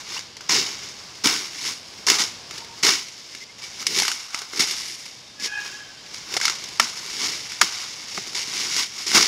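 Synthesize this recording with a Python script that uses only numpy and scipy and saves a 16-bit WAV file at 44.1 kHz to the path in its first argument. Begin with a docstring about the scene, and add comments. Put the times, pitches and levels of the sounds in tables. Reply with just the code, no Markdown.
"""A machete slashes through brush and dry palm fronds a few metres from a mono camera microphone in a forest.
Leaves crackle in dense grains of noise; stems snap in short bursts of noise with decaying tones.
Two hard blows knock on a standing stem, the steel blade rings and once squeals along a stem in short grips.
A pole hums and a far bird chirps as gliding tones; insects and the canopy hiss behind it all as coloured noise."""
import sys
import numpy as np
from scipy import signal
from scipy.fft import rfft, irfft
from scipy.io import wavfile
from scipy.ndimage import uniform_filter1d

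SR = 44100
rng = np.random.default_rng(int(sys.argv[2]) if len(sys.argv) > 2 else 0)


def store_pcm(level_fs):
    """Save levels as 16-bit WAV."""
    pcm = np.round(np.clip(level_fs, -1, 1) * 32767).astype(np.int16)
    wavfile.write(sys.argv[1], SR, np.atleast_2d(pcm).T)


N = 408807
TIME = np.arange(N) / SR

# tone colour of crackling leaves as the microphone hears them: pitch_hz [Hz], relative_level_db [dB per Hz]
LEAF_COLOUR = [(880, -36), (1500, -20.5), (1650, -12), (2240, -1.5), (2500, -10.5), (2840, -4.5),
               (3150, -7.5), (3700, -4), (4080, -5.5), (5260, 1.5), (5800, -1), (6220, -5), (6760, -4.5),
               (8000, -17), (10400, -56), (17600, -120)]
# tone colour of the crisp top of dry leaves: pitch_hz [Hz], relative_level_db [dB per Hz]
CRISP_COLOUR = [(6500, -22), (7800, 0), (10000, -4), (13000, -12), (15000, -28), (16000, -36)]


def gain(db):
    """Turn decibels into a factor for the wave's height."""
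    return 10 ** (np.asarray(db) / 20)


def unit(x):
    """Scale a signal to an average (rms) level of 1."""
    return x / np.sqrt(np.mean(x ** 2))


def response(spectrum):
    """Filter of energy 1 that never sounds ahead of its input, shaped by points of pitch and level."""
    hz, db = np.transpose(spectrum)
    grid_hz = np.maximum(np.arange(2049) * SR / 4096, 1)
    level_db = np.interp(np.log(grid_hz), np.log(hz), db)
    # folding the cepstrum gives the minimum phase, so the filter acts at once
    cepstrum = irfft(np.log(gain(level_db)))
    cepstrum[1:2048] *= 2
    cepstrum[2049:] = 0
    h = irfft(np.exp(rfft(cepstrum)))[:2048]
    return h / np.sqrt(np.sum(h ** 2))


def colour(x, spectrum):
    """Give a signal the tone colour of a spectrum."""
    return signal.fftconvolve(x, response(spectrum))[:N]


def walk(rate_hz):
    """Random levels with a spread of 1, smoothly joined, with a new one rate_hz times a second."""
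    step = int(SR / rate_hz)
    levels = rng.standard_normal(N // step + 1)
    return unit(uniform_filter1d(np.repeat(levels, step), step)[:N])


def grains(rate_hz, spread_db, tail_s):
    """Random tiny cracks, a few much louder than the rest, each a short burst of noise."""
    hit = (rng.random(N) < rate_hz / SR) * gain(spread_db * rng.exponential(size=N))
    keep = np.exp(-1 / (max(tail_s, 1e-4) * SR))
    power = signal.lfilter([1], [1, -keep], hit ** 2)
    return unit(np.sqrt(power) * rng.standard_normal(N))


def ring(x, hz, t60_s):
    """One ringing mode driven by x, dying by 60 dB in t60_s; a steady noise of level 1 comes out about 3 dB lower."""
    pole = np.exp(2j * np.pi * hz / SR - np.log(1000) / (t60_s * SR))
    return np.sqrt(1 - abs(pole) ** 2) * signal.lfilter([1], [1, -pole], x).imag


def swell(t, top_s, rise_s, hold_s, fall_s):
    """Level in dB: up to 0 at top_s, held, then down; rise and fall are times for 20 dB, at least 1 ms."""
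    up = 20 * (t - top_s) / max(rise_s, 1e-3)
    down = -20 * (t - top_s - hold_s) / max(fall_s, 1e-3)
    return np.minimum(0, np.minimum(up, down))


def burst(shape, noise, spectrum):
    """Coloured noise under an envelope; the envelope, not chance, sets its energy."""
    x = signal.fftconvolve(shape * noise, response(spectrum))[:len(shape)]
    return x * np.sqrt(np.sum(shape ** 2) / np.sum(x ** 2))


def tone(note, arch, waver_db):
    """A single pitch that glides, swells in an arch and wavers in level."""
    start_s, length_s, first_hz, last_hz, level_db = note
    part = np.clip((TIME - start_s) / length_s, 0, 1)
    phase = 2 * np.pi * np.cumsum(first_hz + (last_hz - first_hz) * part) / SR
    envelope = np.abs(np.sin(np.pi * part)) ** arch * (part < 1)
    return np.sqrt(2) * envelope * gain(level_db + waver_db * walk(60)) * np.sin(phase)


def forest():
    """Far leaves of the canopy hiss steadily, swelling a little."""
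    # tone colour of the hiss: pitch_hz [Hz], relative_level_db [dB per Hz]
    canopy_colour = [(15, -56), (25, -20.5), (122, -5.5), (221, -8.5), (290, -9.5), (484, -9.5), (633, -11),
                     (1060, -11), (1460, -15.5), (1670, -11), (1910, -14.5), (3360, -10.5), (3650, -13),
                     (4900, -7), (15600, -47)]
    level_db = -45 + 1.84 * walk(2.92)
    return gain(level_db) * colour(rng.standard_normal(N), canopy_colour)


def insects():
    """A far chorus blurs into a few narrow bands of hiss that drift in level."""
    # bands of the chorus: pitch_hz [Hz], drive_db [dB, middle level of the noise], t60_s [s to die by 60 dB]
    bands = [(3660, -58, 0.088), (5000, -57, 0.034), (5350, -56, 0.024), (5800, -68, .012)]
    return sum(gain(drive_db + 2.0 * walk(3.4)) * ring(rng.standard_normal(N), pitch_hz, t60_s)
               for pitch_hz, drive_db, t60_s in bands)


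def bird():
    """A far bird chirps in short gliding tones with soft beginnings and ends."""
    # chirps: start_s [s], length_s [s], first_hz [Hz], last_hz [Hz], level_db [dB ahead of arch and waver]
    chirps = [(0.164, 0.026, 2550, 3110, -29.5), (3.4, 0.051, 1990, 2190, -45),
              (3.48, .035, 2060, 2170, -47), (3.614, .05, 2250, 2300, -42)]
    return sum(tone(chirp, arch=1.7, waver_db=2.5) for chirp in chirps)


def pole_hum():
    """A pole hums in tones that hold nearly steady between a quick swell and a quick fade."""
    # hums: start_s [s], length_s [s], first_hz [Hz], last_hz [Hz], level_db [dB ahead of arch and waver]
    hums = [(2.538, .145, 913, 920, -51.5), (2.69, .065, 913, 932, -48.5)]
    return sum(tone(hum, arch=0.23, waver_db=4.0) for hum in hums)


def squeal():
    """In each grip stick and slip lock to one rate, swell and let go; the next grip starts at a new phase."""
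    # grips of a stem along the edge: middle_s [s], length_s [s from the middle to 1/e],
    # second_db, third_db [dB, 2nd and 3rd harmonic]
    grips = [(5.406, 0.021, -41, -53), (5.495, 0.022, -35, -40), (5.526, 0.0091, -25.5, -40),
             (5.539, 0.0077, -27, -35), (5.557, 0.0088, -26, -31), (5.578, 0.0095, -21, -33),
             (5.596, 0.0088, -22, -33), (5.627, .018, -29.5, -37), (5.656, 0.013, -38, -37),
             (5.682, 0.018, -38.5, -44), (5.733, 0.011, -36, -43), (5.751, 0.014, -34.5, -50),
             (5.81, 0.023, -37, -56), (5.9, .016, -45, -59), (5.86, .014, -46, -58), (5.986, .02, -50, -60),
             (6.06, .025, -51, -58)]
    slip_hz, slip_spread, first_re_second_db = 836.6, .005, -17
    out = np.zeros(N)
    chance = rng.standard_normal((len(grips), 4))
    for (middle_s, length_s, second_db, third_db), (tune, *start) in zip(grips, chance):
        i = slice(int((middle_s - .1) * SR), int((middle_s + .1) * SR))
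        t = TIME[i] - middle_s
        hz = slip_hz * (1 + slip_spread * tune)
        envelope = np.exp(-(t / length_s) ** 2)
        for k, db in enumerate((second_db + first_re_second_db, second_db, third_db)):
            out[i] += gain(db) * envelope * np.sin(2 * np.pi * ((k + 1) * hz * t + start[k]))
    roughness = 1 + .35 * walk(250)
    return out * roughness


def blade(brush):
    """The steel rings in its bending modes when dragged over wood, and faintly whenever brush hits it."""
    # bending modes of the steel: pitch_hz [Hz], relative_level_db [dB], t60_s [s to die by 60 dB]
    modes = [(1547, 1.5, 0.12), (1620, -6.5, 0.34), (2750, 1, 0.14), (3144, 3, 0.072), (3780, -2.5, 0.45)]
    # one drag over wood: top_s [s], drive_db [dB], hold_s [s], fall_s [s for 20 dB]
    top_s, drive_db, hold_s, fall_s = (5.5, -46.5, 0.16, .5)
    drag = gain(drive_db + swell(TIME, top_s, 0.0054, hold_s, fall_s))
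    hits = gain(-30.5) * brush
    out = np.zeros(N)
    for pitch_hz, level_db, t60_s in modes:
        drive = drag * grains(300, 1.6, 0.0015) + hits
        out += gain(level_db) * ring(drive, pitch_hz, t60_s)
    return out


def chops():
    """The edge bites for a few ms: fibres crack, the stem knocks, and its whole length rings low a little later."""
    # hard blows into a standing stem: hit_s [s], level_db [dB], wood_db, deep_db [dB re level_db],
    # bite_s [s from the start to the peak], low_hz [Hz, the knock sounds above it]
    blows = [(6.798, -2, -6.5, -28, 0.002, 470), (7.6136, -1, -7, -48, 0.0023, 960)]
    # ringing modes of the knock: pitch_hz [Hz], relative_level_db [dB], t60_s [s to die by 60 dB]
    trunk_modes = [(655, -27, 0.055), (1000, -13, 0.05), (1345, 4, 0.014), (1815, 5, 0.012),
                   (2200, -14, .035)]
    # low ring of the whole stem: pitch_hz [Hz], t60_s [s to die by 60 dB]
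    deep_hz, deep_t60_s = (235, 0.26)
    t = np.arange(4096) / SR
    crack, wood = np.zeros((2, N))
    chance = rng.standard_normal((len(blows), 2, len(t)))
    for (hit_s, level_db, wood_db, deep_db, bite_s, low_hz), (fibres, push) in zip(blows, chance):
        first = int((hit_s - .001) * SR)
        i = slice(first, first + len(t))
        bite = t / bite_s * np.exp(1 - t / bite_s)
        crack[i] = gain(level_db - 5.5) * burst(bite, fibres, LEAF_COLOUR)
        crack[i] += gain(level_db - 18) * burst(bite, fibres, CRISP_COLOUR)
        knock = sum(gain(db) * ring(bite * push, hz, t60_s) for hz, db, t60_s in trunk_modes)
        knock = signal.sosfilt(signal.butter(4, low_hz, "high", fs=SR, output="sos"), knock)
        # the knock gets the energy of the bite
        knock *= np.sqrt(np.sum(bite ** 2) / np.sum(knock ** 2))
        arch = np.sin(np.pi * t / t[-1]) ** 0.78
        deep = gain(deep_db - 60 * t / deep_t60_s) * arch * np.sin(2 * np.pi * deep_hz * t)
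        wood[i] = gain(level_db) * (gain(wood_db) * knock + deep)
    return crack + wood


def crisp_db():
    """How dry and bright the leaves in motion are, as a level in dB that drifts with time."""
    # crisp top of the leaves: time_s [s], level_db [dB re the rustle]
    crisp_points = [(0, -17), (.5, -20), (1.3, -16), (1.7, -14), (2.2, -16.5), (2.9, -16.5), (3.4, -17.5),
                    (4.0, -14.5), (4.4, -15.5), (4.9, -12.5), (5.4, -16.5), (6.0, -17.5), (6.45, -17.5),
                    (6.85, -15.5), (7.3, -15.5), (8.0, -16.5), (8.6, -16), (9.27, -16)]
    return np.interp(TIME, *np.transpose(crisp_points))


def snaps():
    """Each break is a tearing burst with a weaker shiver of leaves after it; twig and stem ring briefly."""
    # snaps and blows: hit_s [s], level_db [dB], stem_hz [Hz], stem_db [dB re level_db],
    # twig_hz [Hz], twig_db [dB re level_db]
    breaks = [(0.1663, -18, 334, -27, 1010, -6.5), (.1762, -17, 266, -26, 1140, -17),
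              (.192, -16, 366, -38, 1650, -12), (0.3676, -18.5, 490, -28, 939, -18),
              (.408, -22.5, 357, -25, 1480, -7.5), (0.495, -10, 385, -27, 1070, -4),
              (0.5185, -8, 444, -29, 1020, -16), (1.2453, -9.5, 372, -17, 1620, -9),
              (1.2579, 1, 281, -14, 990, -17), (1.271, 1, 221, -34, 1690, -17),
              (2.0667, -4.5, 450, -27, 1200, -31), (2.0843, -0.4, 436, -28, 1750, -11),
              (2.0999, 5, 407, -25.5, 1150, -19), (2.202, -10, 425, -36, 1260, -23),
              (2.5096, -17, 361, -23, 1310, -10), (2.5804, -14, 312, -33, 926, -26),
              (2.6464, -23, 395, -29, 894, -17), (2.8285, -8, 371, -32, 1700, -36),
              (2.8484, -2.5, 385, -16, 1700, -25), (2.8665, -1, 453, -24, 1600, -14),
              (2.8903, -5, 353, -27, 1790, -7), (3.084, -21, 350, -28.5, 1300, -22),
              (3.3494, -18.5, 207, -22, 1740, -11), (3.639, -19, 371, -32, 1160, -22),
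              (3.8262, -16.5, 417, -36, 1290, -11), (3.8672, 1.5, 477, -44, 1080, -27),
              (3.976, -7.5, 312, -15.5, 1500, -29), (3.9869, -0.5, 348, -36, 1240, -26),
              (3.9994, -1.5, 408, -43, 960, -23), (4.0209, -5, 466, -40, 840, -10),
              (4.0314, -7, 466, -37, 1620, -14), (4.051, -7.5, 377, -38, 1530, -11),
              (4.0805, -2.5, 368, -44, 1220, -11.5), (4.1162, -6.5, 450, -41, 1530, -11),
              (4.3452, -8, 310, -41, 1300, -10), (4.3896, -13.5, 266, -35, 1200, -19),
              (4.4176, -15.5, 420, -23, 1680, -16), (4.5342, -19, 374, -16, 1350, -6),
              (4.596, -4.5, 296, -30, 1300, -15), (4.624, -9, 350, -31, 1200, -25),
              (4.6752, -20, 444, -35, 1680, -7), (4.71, -8, 275, -33, 1000, -24),
              (5.0615, -22.5, 288, -29, 840, -22), (5.4234, -19, 221, -15, 1080, -17),
              (5.4439, -18, 415, -31, 1680, -16), (5.4596, -11.5, 470, -24, 950, -21),
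              (6.1436, -16, 403, -35, 1670, -26.5), (6.34, -7.5, 370, -22.5, 1750, -16),
              (6.3667, -2, 450, -22.5, 740, -12.5), (6.373, -9, 527, -22, 1350, -9),
              (6.4008, -12, 515, -32, 1090, -12), (6.4132, -7, 253, -38, 1620, -5.5),
              (6.431, -10, 476, -43, 1470, -15.5), (6.4533, 1, 280, -46, 1340, -19),
              (6.4804, -4.5, 425, -33, 1370, -5.5), (6.498, -6, 366, -27, 1310, -13),
              (6.554, -17, 369, -31, 1500, -19.5), (6.6398, -14, 191, -28, 1070, -21),
              (6.6868, -18, 253, -28, 1060, -24), (7.0305, -23, 304, -24.5, 1040, -12),
              (7.0616, -19.5, 401, -17, 1580, -18), (7.5193, -14.5, 194, -37, 1460, -14),
              (7.8171, -17.5, 194, -29.5, 1290, -16), (8.1769, -18, 191, -5.5, 1255, -2),
              (8.181, -22.5, 402, -5, 760, -0.5), (8.2727, -19, 361, -19, 894, -24),
              (8.332, -20, 490, -30, 1400, -13), (8.3532, -18, 378, -18, 1520, -25),
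              (8.4791, -20, 258, -13.5, 1330, -19), (8.7643, -5.5, 352, -28, 1390, -20),
              (9.065, -13, 364, -18.5, 1290, -21), (9.1158, -5.5, 393, -27, 1540, -11.5),
              (9.1473, 0.5, 264, -22, 1280, -14.5), (9.1611, 0, 324, -14.5, 1370, -23),
              (9.1774, -4, 450, -18, 1370, -19)]
    rise_s, shiver_db, shiver_slower = .0003, -16, 6.4
    second_hz, second_db = 2124, -2  # higher ring at one fixed pitch, its level relative to the twig
    t = np.arange(8192) / SR
    chance = rng.standard_normal((len(breaks), 2, len(t)))
    tear, top, wood = np.zeros((3, N + len(t)))
    fall_db = -60 * t / 0.021  # the tear dies by 60 dB in 21 ms
    rise = 1 - np.exp(-t / rise_s)
    shape = rise * (gain(fall_db) + gain(shiver_db + fall_db / shiver_slower))
    for (hit_s, level_db, stem_hz, stem_db, twig_hz, twig_db), (noise, splinter) in zip(breaks, chance):
        first = int((hit_s - rise_s) * SR)
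        i = slice(first, first + len(t))
        tear[i] += gain(level_db) * burst(shape, noise, LEAF_COLOUR)
        top[i] += gain(level_db) * burst(shape, noise, CRISP_COLOUR)
        # splintering fibres roughen the twig's ring
        rough = 1 + 2.05 * uniform_filter1d(splinter, size=24)
        twig = gain(twig_db + fall_db / 0.73) * rough * np.sin(2 * np.pi * twig_hz * t)
        second = gain(twig_db + second_db + fall_db / 0.83) * np.sin(2 * np.pi * second_hz * t)
        stem = gain(stem_db + fall_db / 1.94) * np.sin(2 * np.pi * stem_hz * t)
        wood[i] += gain(level_db) * rise * (twig + second + stem)
    # the microphone passes little deep bass
    wood = signal.sosfilt(signal.butter(2, 140, "high", fs=SR, output="sos"), wood[:N])
    return gain(-10.5) * tear[:N] + gain(-7.5 + crisp_db()) * top[:N] + wood


def strokes():
    """Levels in dB of leaves, stems and twigs over time: rustles and slashes add in power."""
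    # leaves set in motion by arm, foot, backswing or a pulled frond: top_s [s], level_db [dB],
    # rise_s [s for 20 dB], hold_s [s], fall_s [s for 20 dB], thud_db, knock_db [dB re level_db, stems and twigs]
    rustles = [(0.0, -38.5, .01, 0.003, 0.1, -19, -8), (0.125, -31.5, .13, 0.032, 0.15, -19, -12),
               (0.406, -44, -1, .03, 3, -19, -9), (0.823, -37.5, 0.35, 0.039, .35, -19, -19),
               (1.19, -44.5, 1, .02, 2, -16, -16), (1.44, -40.5, 0, 0.017, 0.4, -15, -16),
               (1.646, -27.5, 0.18, 0.045, 0.13, -17.5, -15), (1.85, -47, 0, .15, 1, -15, -12),
               (2.199, -19.5, 0.03, 0.01, 0.08, -17, -12.5), (2.3, -37.5, 0.3, 0.014, 0.2, -18, -18),
               (2.54, -38, 0.1, 0.022, 0.2, -14.5, -12.5), (2.79, -42.5, .3, 0.051, 0.86, -17, -10),
               (3.06, -42, -0.2, 0.0092, 1, -24, -23), (3.35, -40.5, -0.2, .006, -0.24, -11, -19),
               (3.434, -42.5, 0.8, 0.0088, 0, -16, -25), (3.582, -43, 0, .02, .1, -15, -12),
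               (3.617, -35.5, -0.05, 0.012, 0.35, -23, -16), (3.81, -32, 0.1, 0.004, .1, -16, -15.5),
               (3.904, -30, 0.05, .03, 0.24, -11, -15), (3.971, -20.5, 0.11, 0.0062, 0.19, -17.5, -15.5),
               (4.078, -30, 0.06, 0.02, 0.35, -31, -11.5), (4.349, -35, 0.1, .035, 0.17, -31, -7.5),
               (4.577, -28, 0.1, .012, 0, -15, -12.5), (4.671, -26.5, -0.03, 0.026, 0.5, -22.5, -16.5),
               (4.9, -36.5, 0.1, 0.06, 0, -22, -31.5), (5.055, -36.5, -1.8, 0.011, -0.55, -22, -20),
               (5.398, -35, -0.03, 0.022, .1, -20, -19), (5.436, -27, 0.03, 0.037, 0.02, -19, -17),
               (5.658, -35.5, .4, 0.0067, 0.42, -18.5, -11.5), (6.163, -38, 0.34, .01, 0.3, -20, -13.5),
               (6.323, -32.5, 0.12, 0.047, -0.06, -12, -10.5), (6.433, -25, 0.07, 0.037, 0.18, -32, -12.5),
               (6.6, -38.5, 0.2, .12, 0.5, -21, -15), (6.945, -35, 0.15, 0.23, 1, -20, -14.5),
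               (7.251, -23.5, 0.24, 0.011, 0.2, -18, -16.5), (7.522, -33.5, 0.2, .01, 0.06, -28, -18.5),
               (7.686, -31, 0.27, 0.11, 0.53, -26.5, -13.5), (8.081, -36.5, 0, 0.04, 0.2, -30, -16),
               (8.173, -34, 0.35, 0.05, 0.15, -17.5, -16.5), (8.272, -35, .08, 0.011, 0.5, -20, -17),
               (8.348, -25.5, -0.07, 0.039, 0.15, -22, -16), (8.472, -34.5, -0.1, .02, .2, -18, -13),
               (8.542, -27, 0.15, 0.23, 0.05, -19, -16.5), (8.788, -20.5, 0.1, 0.021, 0.1, -21, -16),
               (8.91, -40, -4, 0.061, .4, -21, -16), (8.986, -32.5, 0.1, 0.027, 0.4, -19.5, -15),
               (9.151, -13, 0.03, 0.0089, 0.18, -14, -10.5), (9.224, -16, -0.0161, .008, 0, -30, -16)]
    # slashes of the blade through brush: top_s [s], level_db [dB], hold_s [s], fall_s [s for 20 dB],
    # thud_db, knock_db [dB re level_db, stems and twigs]
    slashes = [(0.493, -18.5, 0.067, 0.21, -14.5, -13.5), (1.241, -19, .05, .2, -12.5, -12.5),
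               (2.071, -17.5, 0.047, 0.13, -16.5, -12), (2.832, -15.5, 0.062, 0.1476, -16.5, -15),
               (4.595, -17.5, 0.011, .1, -18, -16), (6.806, -24.5, .012, 0.18, -25, -10.5),
               (7.619, -19, .007, 0.07, -14, -14), (9.068, -23.5, .035, 3, -21, -20)]
    slash_rise_s = .004  # for 20 dB
    moves = rustles + [(top_s, level_db, slash_rise_s, *rest) for top_s, level_db, *rest in slashes]
    t = TIME[::32]
    power = np.full((3, len(t)), 1e-12)
    # stems and twigs rise and fall more steeply in dB than the leaves
    steep = np.array([[1], [1.27], [1.09]])
    for top_s, level_db, rise_s, hold_s, fall_s, thud_db, knock_db in moves:
        shape = gain(swell(t, top_s, rise_s, hold_s, fall_s))
        levels_db = level_db + np.array([[0], [thud_db], [knock_db]])
        power += (gain(levels_db) * shape ** steep) ** 2
    return [np.interp(TIME, t, 10 * np.log10(p)) for p in power]


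def leaves():
    """Moved and slashed leaves, twigs and stems crackle in clusters that they all share."""
    # tone colour of the stems' thud: pitch_hz [Hz], relative_level_db [dB per Hz]
    thud_colour = [(40, -33), (90, -15), (150, -6), (220, -3.5), (320, -0.5), (420, 0.5), (520, -10.5),
                   (700, -25.5)]
    # tone colour of the twigs' knock: pitch_hz [Hz], relative_level_db [dB per Hz]
    knock_colour = [(450, -32), (700, -2.5), (1000, 3.5), (1300, 3.5), (1600, 2.5), (2000, -26)]
    rustle_db, thud_db, knock_db = strokes()
    cluster_db = 0.72 * walk(70) + 0.54 * walk(20)
    crackle = gain(rustle_db + cluster_db) * grains(3500, 1.6, .0009)
    leaf = colour(crackle, LEAF_COLOUR)
    crisp = colour(gain(crisp_db() + 0.32 * walk(6.9)) * crackle, CRISP_COLOUR)
    twig_level = gain(cluster_db + knock_db + 0.85 * walk(15))
    twig = colour(twig_level * grains(900, 0.86, 0.0013), knock_colour)
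    stem_level = gain(cluster_db + thud_db + 1.1 * walk(17))
    stem = colour(stem_level * grains(900, 1.5, 0.002), thud_colour)
    return leaf + crisp + twig + stem


def scene():
    """Add all sources and send the same sum to both channels."""
    background = forest() + insects() + bird() + pole_hum()
    brush = leaves() + snaps() + chops()
    mono = background + squeal() + blade(brush) + brush
    return np.array([mono, mono])


def record(dry):
    """The recorder rounds the loudest blows at full scale and cuts the top."""
    rounded = dry / (1 + np.abs(dry) ** 6) ** (1 / 6)
    top_cut = signal.ellip(14, .2, 90, 15760, fs=SR, output="sos")  # ripple dB, rejection dB, edge Hz
    return signal.sosfilt(top_cut, rounded)


dry = scene()
out = record(dry)
store_pcm(out)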